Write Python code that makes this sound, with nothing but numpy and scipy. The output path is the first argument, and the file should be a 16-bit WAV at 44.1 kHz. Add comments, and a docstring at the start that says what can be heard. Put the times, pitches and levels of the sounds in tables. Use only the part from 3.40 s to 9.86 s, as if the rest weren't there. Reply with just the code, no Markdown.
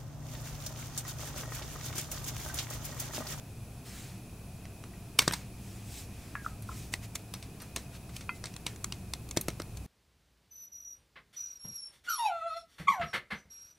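"""A low machine hum and a thin whine fill the room, then hands and sleeves rustle close to a microphone pair.
There two plastic lipstick cases are uncapped, their caps put down, and the sticks twisted out.
Hum, air and rustle are shaped noise, the whine a wavering sine. Snaps and ratchet ticks are noisy impacts
ringing thin shells; air chirps in a cap, knocks and a cap tap are dying tones, and cracks are noise bursts."""
import sys
import numpy as np
from scipy import signal
from scipy.io import wavfile
from scipy.ndimage import uniform_filter1d

SR = 44100
rng = np.random.default_rng(int(sys.argv[2]) if len(sys.argv) > 2 else 0)


def digitize_waveform(pressure):
    """Quantize a signal to 16-bit integers and store it at the path in sys.argv[1].

    Rows of a 2-D input are taken as channels; values are limited to [-1, 1].
    """
    field = np.atleast_2d(pressure).T
    bounded = np.clip(field, -1, 1)
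    quanta = np.round(bounded * 32767).astype(np.int16)
    wavfile.write(sys.argv[1], SR, quanta)


N = 285036  # samples
HOP = 256  # samples between noise frames
FRAMES = N // HOP + 5


def gain_of(db):
    """Decibels to gain."""
    return 10 ** (np.asarray(db) / 20)


def evened(x):
    """Scales to rms 1."""
    return x / np.sqrt(np.mean(x ** 2) + 1e-20)


def peaked(x):
    """Scales to peak 1."""
    return x / np.max(abs(x))


def read(points, hz):
    """Reads a spectrum table on a log-frequency axis."""
    f, value = np.transpose(points)
    return np.interp(np.log(hz + 1), np.log(f + 1), value)


def add(mix, start_s, sound):
    """Mixes a sound in at a time."""
    part = mix[round(start_s * SR):][:len(sound)]
    part += sound[:len(part)]


def placed(events, make_sound):
    """Lays out one sound per row: its start, then the settings of its maker."""
    layer = np.zeros(N)
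    for start_s, *settings in events:
        add(layer, start_s, make_sound(*settings))
    return layer


def resonate(x, hz, width_hz):
    """One damped resonance, of gain about 1 at its pitch."""
    pole = np.exp((2j * np.pi * hz - np.pi * width_hz) / SR)
    return 2 * signal.lfilter([1 - abs(pole)], [1, -pole], x).real


def band(x, lo_hz, hi_hz):
    """Gentle band-pass."""
    return signal.sosfilt(signal.butter(2, [lo_hz, hi_hz], "bandpass", fs=SR, output="sos"), x)


def paired(left, other, likeness):
    """Blends two independent spectra so the microphones share the given likeness in each band."""
    same = np.clip(likeness, -1, 1)[:, None]
    return np.array([left, same * left + np.sqrt(1 - same ** 2) * other])


def noise(level_db, likeness):
    """Two-microphone noise from levels over frequency (513 bins) and frames."""
    a, b, c, d = rng.standard_normal((FRAMES, 513, 4)).T
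    spectra = paired(a + 1j * b, c + 1j * d, likeness)
    return signal.istft(spectra * gain_of(level_db), nperseg=1024, noverlap=768)[1][:, :N]


# colour of the room air before scaling: pitch_hz, level_db (per Hz)
AIR_COLOUR = [(20, -19), (74, -11), (107, -8.5), (210, -14), (364, -20.5), (568, -27), (800, -29),
              (1780, -37), (2860, -38.5), (4870, -38), (10300, -38.5), (15300, -42), (15750, -39),
              (15950, -92)]
# likeness of far sound at the two microphones: pitch_hz, likeness (1 = identical)
FAR_LIKENESS = [(60, 1), (200, 0.99), (700, 0.95), (1300, 0.86), (2400, 0.72), (3000, 0.75), (4400, 0.51),
                (8100, 0.64), (15000, 0.21)]
# fuzzy machine bands: pitch_hz, width_hz (of each of two filter passes), level_db (before the swell)
HUM_BANDS = [(61.24, 11.3, -54.5), (106.8, 40, -50.5), (189.3, 16.3, -58.5), (694, 136, -66),
             (2502, 300, -66.5)]
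# the hum swells and sinks, in full only in the deepest bass: time_s, change_db
HUM_SWELL = [(0, 0), (1, 0.5), (2, 2.5), (2.95, 0.5), (3.2, 3), (3.65, 2), (3.85, -3), (4.6, 0.5),
             (5.1, -1), (5.6, 2), (6.46, 3.5)]
AIR_DB = -48.5
WHINE_HZ, WHINE_DB, WAVER_DB = 10161, -70.5, 0.7  # rms levels


def room_tone():
    """Broad rumble and hiss, fuzzy machine bands and one thin wavering whine."""
    hz, t = np.fft.rfftfreq(1024, 1 / SR), np.arange(N) / SR
    frame_s = np.arange(FRAMES) * HOP / SR
    # the swell weakens towards the treble
    air_swell_db = np.interp(frame_s, *np.transpose(HUM_SWELL)) / (1 + (hz[:, None] / 110.0) ** 2)
    air = evened(noise(read(AIR_COLOUR, hz)[:, None] + air_swell_db, read(FAR_LIKENESS, hz)))
    swell_db = np.interp(t, *np.transpose(HUM_SWELL))
    hum = np.zeros(N)
    for f, width_hz, level_db in HUM_BANDS:
        once = resonate(rng.standard_normal(N), f, width_hz)
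        fuzzy = evened(resonate(once, f, width_hz))
        hum += gain_of(level_db + swell_db / (1 + (f / 240.0) ** 2)) * fuzzy
    waver_db = WAVER_DB * evened(uniform_filter1d(rng.standard_normal(N), 3000))
    whine = np.sqrt(2) * gain_of(WHINE_DB + waver_db) * np.sin(2 * np.pi * WHINE_HZ * t)
    return gain_of(AIR_DB) * air + hum + whine


# free strokes of skin and cloth: loudest_s, rise_s, fall_s, level_db, tilt_db_per_octave (held within +-3)
RUBS = [(.465, 0.021, 0.36, -51.5, 2), (.58, 0.14, 0.26, -52, 1), (1.95, .048, 0.17, -54, -1),
        (2.3, 0.21, 0.57, -57, 2), (2.58, 0.15, 0.096, -47, 5), (2.85, 0.24, 0.22, -57.5, 0),
        (3.06, 0.055, 0.1, -54.5, 3), (3.39, 0.16, 0.14, -50, 3), (3.53, 0.011, 0.043, -45, 3),
        (3.645, 0.037, 0.028, -49, 1.5), (4.559, 0.052, .029, -51, -2), (4.76, .04, 0.068, -52.5, 2.5),
        (4.96, .02, .03, -55.5, 3)]
# the fingers slide around each tick, this far below its scrape
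DRAG_DB, DRAG_RISE_S, DRAG_FALL_S, DRAG_TILT = -20, 0.019, 0.11, 0.29  # tilt in dB per octave


def strokes():
    """The free strokes, and a short slide that builds up to each tick and trails after it."""
    drags = []
    for start_s, level_db, *_, scrape_db, aside in TICKS:
        drag_db = level_db + scrape_db + DRAG_DB
        drags.append((start_s + 0.0079, DRAG_RISE_S, DRAG_FALL_S, drag_db, DRAG_TILT))
    return RUBS + drags


# colour of the rustle before tilting: pitch_hz, level_db (per Hz)
RUSTLE_COLOUR = [(500, -26), (1200, -6.5), (2200, -1.5), (3000, -3), (4000, -4), (8300, -5.5), (11000, -14),
                 (15500, -14.5), (16000, -42)]
# likeness of the nearby hands at the two microphones: pitch_hz, likeness (1 = identical)
NEAR_LIKENESS = [(200, 0.62), (2400, 0.97), (4400, 0.91), (8100, 0.91), (15000, 0.84)]


def rustle():
    """Patchy friction hiss, a dull and a bright part mixed by each stroke's tilt."""
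    hz, t = np.fft.rfftfreq(1024, 1 / SR), np.arange(N) / SR
    octaves = np.log2((hz[:, None] + 1) / 5000)
    grain = uniform_filter1d(rng.standard_normal((FRAMES, 513)).T, 16, 0)
    patches = evened(uniform_filter1d(grain, 5, 1))
    colour_db = read(RUSTLE_COLOUR, hz)[:, None] + 1.5 * patches  # uneven grip
    likeness = read(NEAR_LIKENESS, hz)
    dull = evened(noise(colour_db - 3 * octaves, likeness))
    bright = evened(noise(colour_db + 3 * octaves, likeness))
    dull_power, bright_power = np.zeros((2, N))
    for loudest_s, rise_s, fall_s, level_db, tilt in strokes():
        rising, falling = 1 + (t - loudest_s) / rise_s, 1 - (t - loudest_s) / fall_s
        power = np.clip(np.minimum(rising, falling), 0, 1) ** 2 * gain_of(2 * level_db)
        bright_share = np.clip(.5 + tilt / 6, 0, 1)
        dull_power += (1 - bright_share) * power
        bright_power += bright_share * power
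    return dull * np.sqrt(dull_power) + bright * np.sqrt(bright_power)


# thin-shell modes of the case: pitch_hz, width_hz, level_db (before the favouring of a tick's main tone)
SHELL = [(1050, 290, -6.5), (2180, 183, 3), (2600, 420, -4.5), (3310, 170, 0), (3600, 370, -3.5),
         (4100, 170, 4), (4420, 470, -2), (5900, 600, 3), (6890, 1050, -5), (8070, 340, 1), (8760, 430, -2)]
SHELL_FALL_DB = 0.5  # per octave away from the main tone
TONE_SHARPNESS = 6  # pitch over width of the main tone
FIRST_IMPACT_DB = 10.5  # the release of the catch, above the flurry that follows
SCRAPE_UNEVEN_DB, THUMP_DB = 3.5, -1.5  # thump relative to the body
TICK_LEAD = 400  # samples of strain before the impact


def tick(level_db, slip_ms, tone_hz, body_db, edge_db, scrape_db):
    """A catch strains, lets go in one impact and a flurry that ring the shell, then scrapes on."""
    t = np.arange(-TICK_LEAD, 3000) / SR
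    after = np.maximum(t, 0)
    grit, scrape_noise = rng.standard_normal((2, len(t)))
    strain = np.exp(1000 * np.minimum(t, 0) / (0.4 * slip_ms))
    force = np.where(t < 0, strain, np.exp(-1000 * after / slip_ms))
    slip = (grit + gain_of(FIRST_IMPACT_DB) * (t == 0)) * force
    # the reversed noise steers the unevenness of the scrape
    uneven_db = SCRAPE_UNEVEN_DB * evened(uniform_filter1d(scrape_noise[::-1], size=30))
    scrape_shape = (1 - np.exp(-after / 0.00032)) * np.exp(-after / 0.016)
    scrape = gain_of(scrape_db + uneven_db) * uniform_filter1d(scrape_noise, size=3) * scrape_shape
    drive = slip + scrape
    shell = np.zeros(len(t))
    for k, (f, width_hz, mode_db) in enumerate(SHELL):
        favoured_db = mode_db - SHELL_FALL_DB * abs(np.log2(f / tone_hz))
        shell += (-1) ** k * gain_of(favoured_db) * resonate(drive, f, width_hz)
    main_tone = resonate(slip, tone_hz, tone_hz / TONE_SHARPNESS)
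    middle = 0.4 * peaked(band(drive, 1900, 8700)) + peaked(shell) + 0.62 * peaked(main_tone)
    body = gain_of(body_db) * peaked(band(drive, 810, 2600))
    edge = gain_of(edge_db) * peaked(band(drive, 7800, 13200))
    thump = gain_of(body_db + THUMP_DB) * peaked(band(drive, 95, 1090))
    return gain_of(level_db) * (peaked(middle) + body + edge + thump)


def port_difference(x, turned_db):
    """In the treble the microphones hear different faces of the shell: phases part, levels stay alike."""
    half = rng.standard_normal(60) * np.exp(-np.arange(60) / 15)
    odd = np.r_[-half[::-1], 0, half]  # odd symmetry keeps the levels alike
    smear = np.convolve(odd, signal.firwin(121, 4400, pass_zero=False, fs=SR))
    return gain_of(turned_db) * np.convolve(x, smear / np.linalg.norm(smear), "same")


# snaps and ticks of the cases: start_s (impact 0.6 ms later), level_db (of the middle part), slip_ms,
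# tone_hz (main shell tone), body_db, edge_db (both below or above the middle),
# scrape_db (against the slip), aside (0 = ahead of the microphones, 1 = off to a side)
TICKS = [(1.254, -41, 1.2, 1560, 0, -22, -15, 0), (1.4387, -39.5, 1.6, 1230, -1, -27, -11, 0.087),
         (1.7879, -15.5, 1.6, 8500, -25, -6, -20, 0.8), (1.7903, -5.5, 2.16, 3270, -10, -15.5, -16, 0.87),
         (1.8195, -27, 2, 7850, -4, -14, -18, 0), (1.8239, -27.5, 1.7, 3600, -1, -5, -16, 0),
         (1.8784, -13, 2.7, 3650, -3, -14, -14.5, 0.085), (1.91, -32, 2.1, 1100, 6, -12, -17, 0),
         (1.9235, -25, 2.5, 3880, -4, -2, -4.5, 0), (1.936, -20, 4.3, 3870, -6, -9, -15.5, 0.81),
         (3.223, -47.5, 2.2, 8950, -10, 9, -2, 0), (3.538, -18.5, 2, 1960, -6, -18, -21, 0.65),
         (3.7545, -23, 4.3, 7750, -12.5, -11.5, -18, 0.88), (3.9386, -29, 2.5, 3370, -11, -4, -10, 1),
         (4.0261, -32.5, 1.3, 3200, -17, -18, -10.5, 0), (4.2014, -42, 1.4, 4200, -4, -12, -2, 0),
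         (4.219, -39, 5.1, 5230, -5.5, 1, -2, 0.82), (4.3612, -19.5, 0.64, 6100, -27, -14, -23, 0.085),
         (4.3629, -24.5, 1.8, 8800, -8, -9, -8, 0), (4.6924, -43.5, 2.2, 1050, -5, -24, -5, 0),
         (4.7646, -29, 2.8, 3130, -22, -8, -14, 1), (4.809, -37, 2.6, 4130, -6, -20, -3.5, 0),
         (5.04, -27, 1.8, 4180, -4.5, -27, -11.5, 1), (5.056, -29.5, 2.5, 4100, -13, -23, -9.5, 0),
         (5.139, -37, 1.8, 2010, -17, -18, -20, 0), (5.1638, -29.5, 1.5, 5900, -10, -23, -30, 0.73),
         (5.2654, -18, 2.3, 2860, -13.5, -15, -14, 0.075), (5.279, -38, 1.6, 2080, -5, -18, -27, 0),
         (5.3605, -37.5, 2.4, 6660, -13, -27, -24, 0), (5.4432, -17, 1.56, 7100, -16.5, -15, -30, 1),
         (5.5228, -21, 1.3, 2830, -15.5, -30, -17.5, 0), (5.736, -19.5, 0.94, 4010, -15, -16, -25, 0),
         (5.889, -37, 1.6, 7300, -16, -11, -26, 0), (5.9106, -26, 2.2, 6700, -21, -23, -24, 1),
         (5.9654, -31, 3.1, 6000, -3, -10, -16, 1), (5.972, -15.5, 2.96, 4060, -8, -10, -18.5, 0.93),
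         (6.0118, -30.5, 2.9, 7040, -20, 7, -32, 0.16), (6.0831, -20, 1, 1220, -37, -10, -18.5, 0),
         (6.1026, -33.5, 1.5, 3020, -7, -14, -18, 0), (6.1993, -30, 4.1, 1200, -7, -20, -18, 0),
         (6.2188, -29.5, 1.5, 4700, -10, -11, -37, 0), (6.3714, -35, 4.4, 7400, -15, -12, -24, 0.87)]
AHEAD_DB, ASIDE_DB = -21.5, -5  # treble difference between the microphones


def snaps_and_ticks():
    """Every catch of the cases; its treble part of opposite sign at the two microphones widens it."""
    shared, apart = np.zeros((2, N))
    for start_s, *settings, aside in TICKS:
        sound = tick(*settings)
        lead_s = start_s + .0006 - TICK_LEAD / SR
        add(shared, lead_s, sound)
        add(apart, lead_s, port_difference(sound, AHEAD_DB + aside * (ASIDE_DB - AHEAD_DB)))
    return shared, apart


POP_T60_PER_RISE = 4.9
RING_ON_T60, RING_ON_ROUGH = 0.29, 0.33  # seconds; roughness 0-1
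POP_SAG = 0.057  # share of the pitch lost


def pop(peak_db, start_hz, rise_ms, rough, ring_on_db):
    """An air column swells and dies fast, then rings on faintly, sagging and shaken by friction."""
    t = np.arange(8000) / SR
    hz = start_hz * (1 - POP_SAG * (1 - np.exp(-t / 0.043)))
    shake = uniform_filter1d(rng.standard_normal((len(t), 2)), 35, 0)
    a, b = evened(uniform_filter1d(shake, size=20, axis=0)).T
    burst = (rough, 0, POP_T60_PER_RISE * rise_ms / 1000)
    ring_on = (RING_ON_ROUGH, ring_on_db, RING_ON_T60)
    swing = 0
    for share, part_db, t60_s in (burst, ring_on):
        share = np.clip(share, 0, 1)
        swing = swing + ((1 - share) + share * (a + 1j * b)) * gain_of(part_db - 60 * t / t60_s)
    turn = np.exp(2j * np.pi * np.cumsum(hz) / SR)
    swell = 1 - np.exp(-(1000 * t / rise_ms) ** 2)
    return gain_of(peak_db) * peaked((swing * turn).imag * swell)


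# hollow chirps of air in a cap: start_s, peak_db, pitch_hz (at the start), rise_ms, roughness (0-1),
# ring_on_db (rough ringing on, against the burst)
POPS = [(1.532, -50, 1950, 4.9, 0.3, -25), (2.954, -34.5, 1702, 2.2, 0.1, -15),
        (3.046, -37.5, 1420, 2.9, 0, -33), (3.062, -23.5, 1330, 2.5, 0.07, -37),
        (3.2885, -36, 1350, 3.5, 0, -35), (3.2917, -37.5, 1063, 3.5, 0.1, -31),
        (3.314, -40.5, 1315, 4, 0.2, -32)]


def air_chirps():
    """Air in a cap sounds as short hollow tones."""
    return placed(POPS, pop)


def ring(peak_db, modes):
    """A short soft blow on a set of dying modes, neighbours swinging opposite ways."""
    t = np.arange(8000) / SR
    sound = np.zeros(len(t))
    for k, (f, mode_db, t60_s) in enumerate(modes):
        sound += (-1) ** k * gain_of(mode_db - 60 * t / t60_s) * np.sin(2 * np.pi * f * t)
    return gain_of(peak_db) * peaked(sound * (1 - np.exp(-t / 0.001)))


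# low modes of a case in the hand: pitch_hz, level_db (before favouring), t60_s
HELD_CASE = [(146, 5, 0.029), (333, 4.5, 0.022), (594, 11, 0.011), (1015, -25, 0.023)]
KNOCK_FALL_DB = 2.5  # per octave away from the best-struck pitch


def knock(peak_db, struck_hz):
    """A blow on the held case; where it lands favours the modes near one pitch."""
    modes = []
    for f, mode_db, t60_s in HELD_CASE:
        modes.append((f, mode_db - KNOCK_FALL_DB * abs(np.log2(f / struck_hz)), t60_s))
    return ring(peak_db, modes)


# dull knocks of a case against fingers or its base: start_s, peak_db, pitch_hz (best struck)
KNOCKS = [(1.789, -29, 150), (1.8769, -19, 260), (3.5377, -36, 330), (4.3633, -33.5, 500),
          (4.3708, -33, 250), (5.9704, -16.5, 360), (6.0832, -20, 313), (6.2, -25.5, 300)]


def case_knocks():
    """Dull blows sound the low modes of the held case."""
    return placed(KNOCKS, knock)


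def crack(peak_db):
    """A dull noisy crack: a burst of noise that dies within milliseconds."""
    t = np.arange(1500) / SR
    burst = rng.standard_normal(len(t)) * np.exp(-t / 0.0017)
    return gain_of(peak_db) * peaked(band(band(burst, 910, 1730), 970, 2800))


# dull cracks that start a tap or a chirp: start_s, peak_db
CRACKS = [(2.9528, -24), (4.8926, -28.5)]


def dull_cracks():
    """The noisy onsets of a tap and a chirp."""
    return placed(CRACKS, crack)


# a cap taps something hard: start_s, peak_db
TAPS = [(4.8921, -21.5)]
# modes of the cap: pitch_hz, level_db, t60_s
CAP = [(1006, 5, 0.028), (1387, 0, 0.058), (2060, -5.5, 0.19), (2480, 15.5, 0.014), (2590, -11.5, 0.15),
       (3190, -13, 0.06), (4520, -14.5, 0.049)]


def cap_taps():
    """A tap on something hard rings the modes of the cap."""
    return placed(TAPS, lambda peak_db: ring(peak_db, CAP))


# how long the room rings: pitch_hz, t60_s
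ROOM_DECAY = [(300, 0.13), (1500, 0.14), (5000, 0.026), (14000, 0.15)]


def room(x):
    """Sparse echoes of random sign, each band dying at its own speed; alike at both microphones in the bass."""
    echoes = np.zeros((2, SR // 2))
    slots = np.arange(200, SR // 2 - 20, 20)
    at = slots + rng.integers(0, 20, (2, len(slots)))
    np.put_along_axis(echoes, at, rng.choice([-1., 1.], at.shape), 1)
    hz, t, spectra = signal.stft(echoes, SR, nperseg=256)
    spectra = paired(*spectra, read(FAR_LIKENESS, hz))
    fading = gain_of(-60 * t / read(ROOM_DECAY, hz)[:, None])
    tail = signal.istft(spectra * fading, SR, nperseg=256)[1]
    return signal.fftconvolve(x[None], tail / np.linalg.norm(tail[0]), axes=1)[:, :N]


def scene():
    """Everything struck goes through the room; room tone and rustle are added without it."""
    steady = room_tone() + rustle()
    struck, apart = snaps_and_ticks()
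    struck = struck + air_chirps() + case_knocks() + dull_cracks() + cap_taps()
    return struck + np.array([apart, -apart]) + gain_of(-15.0) * room(struck) + steady


EDGE_HZ = 16600  # top of the microphone pair's band


def record(dry):
    """The left microphone is a shade louder; then the band limit."""
    balanced = dry * gain_of([[.15], [-.15]])
    low_pass = signal.firwin(511, EDGE_HZ, window=("kaiser", 9), fs=SR)
    return signal.oaconvolve(balanced, low_pass[None], "same")


dry = scene()
out = record(dry)
digitize_waveform(out)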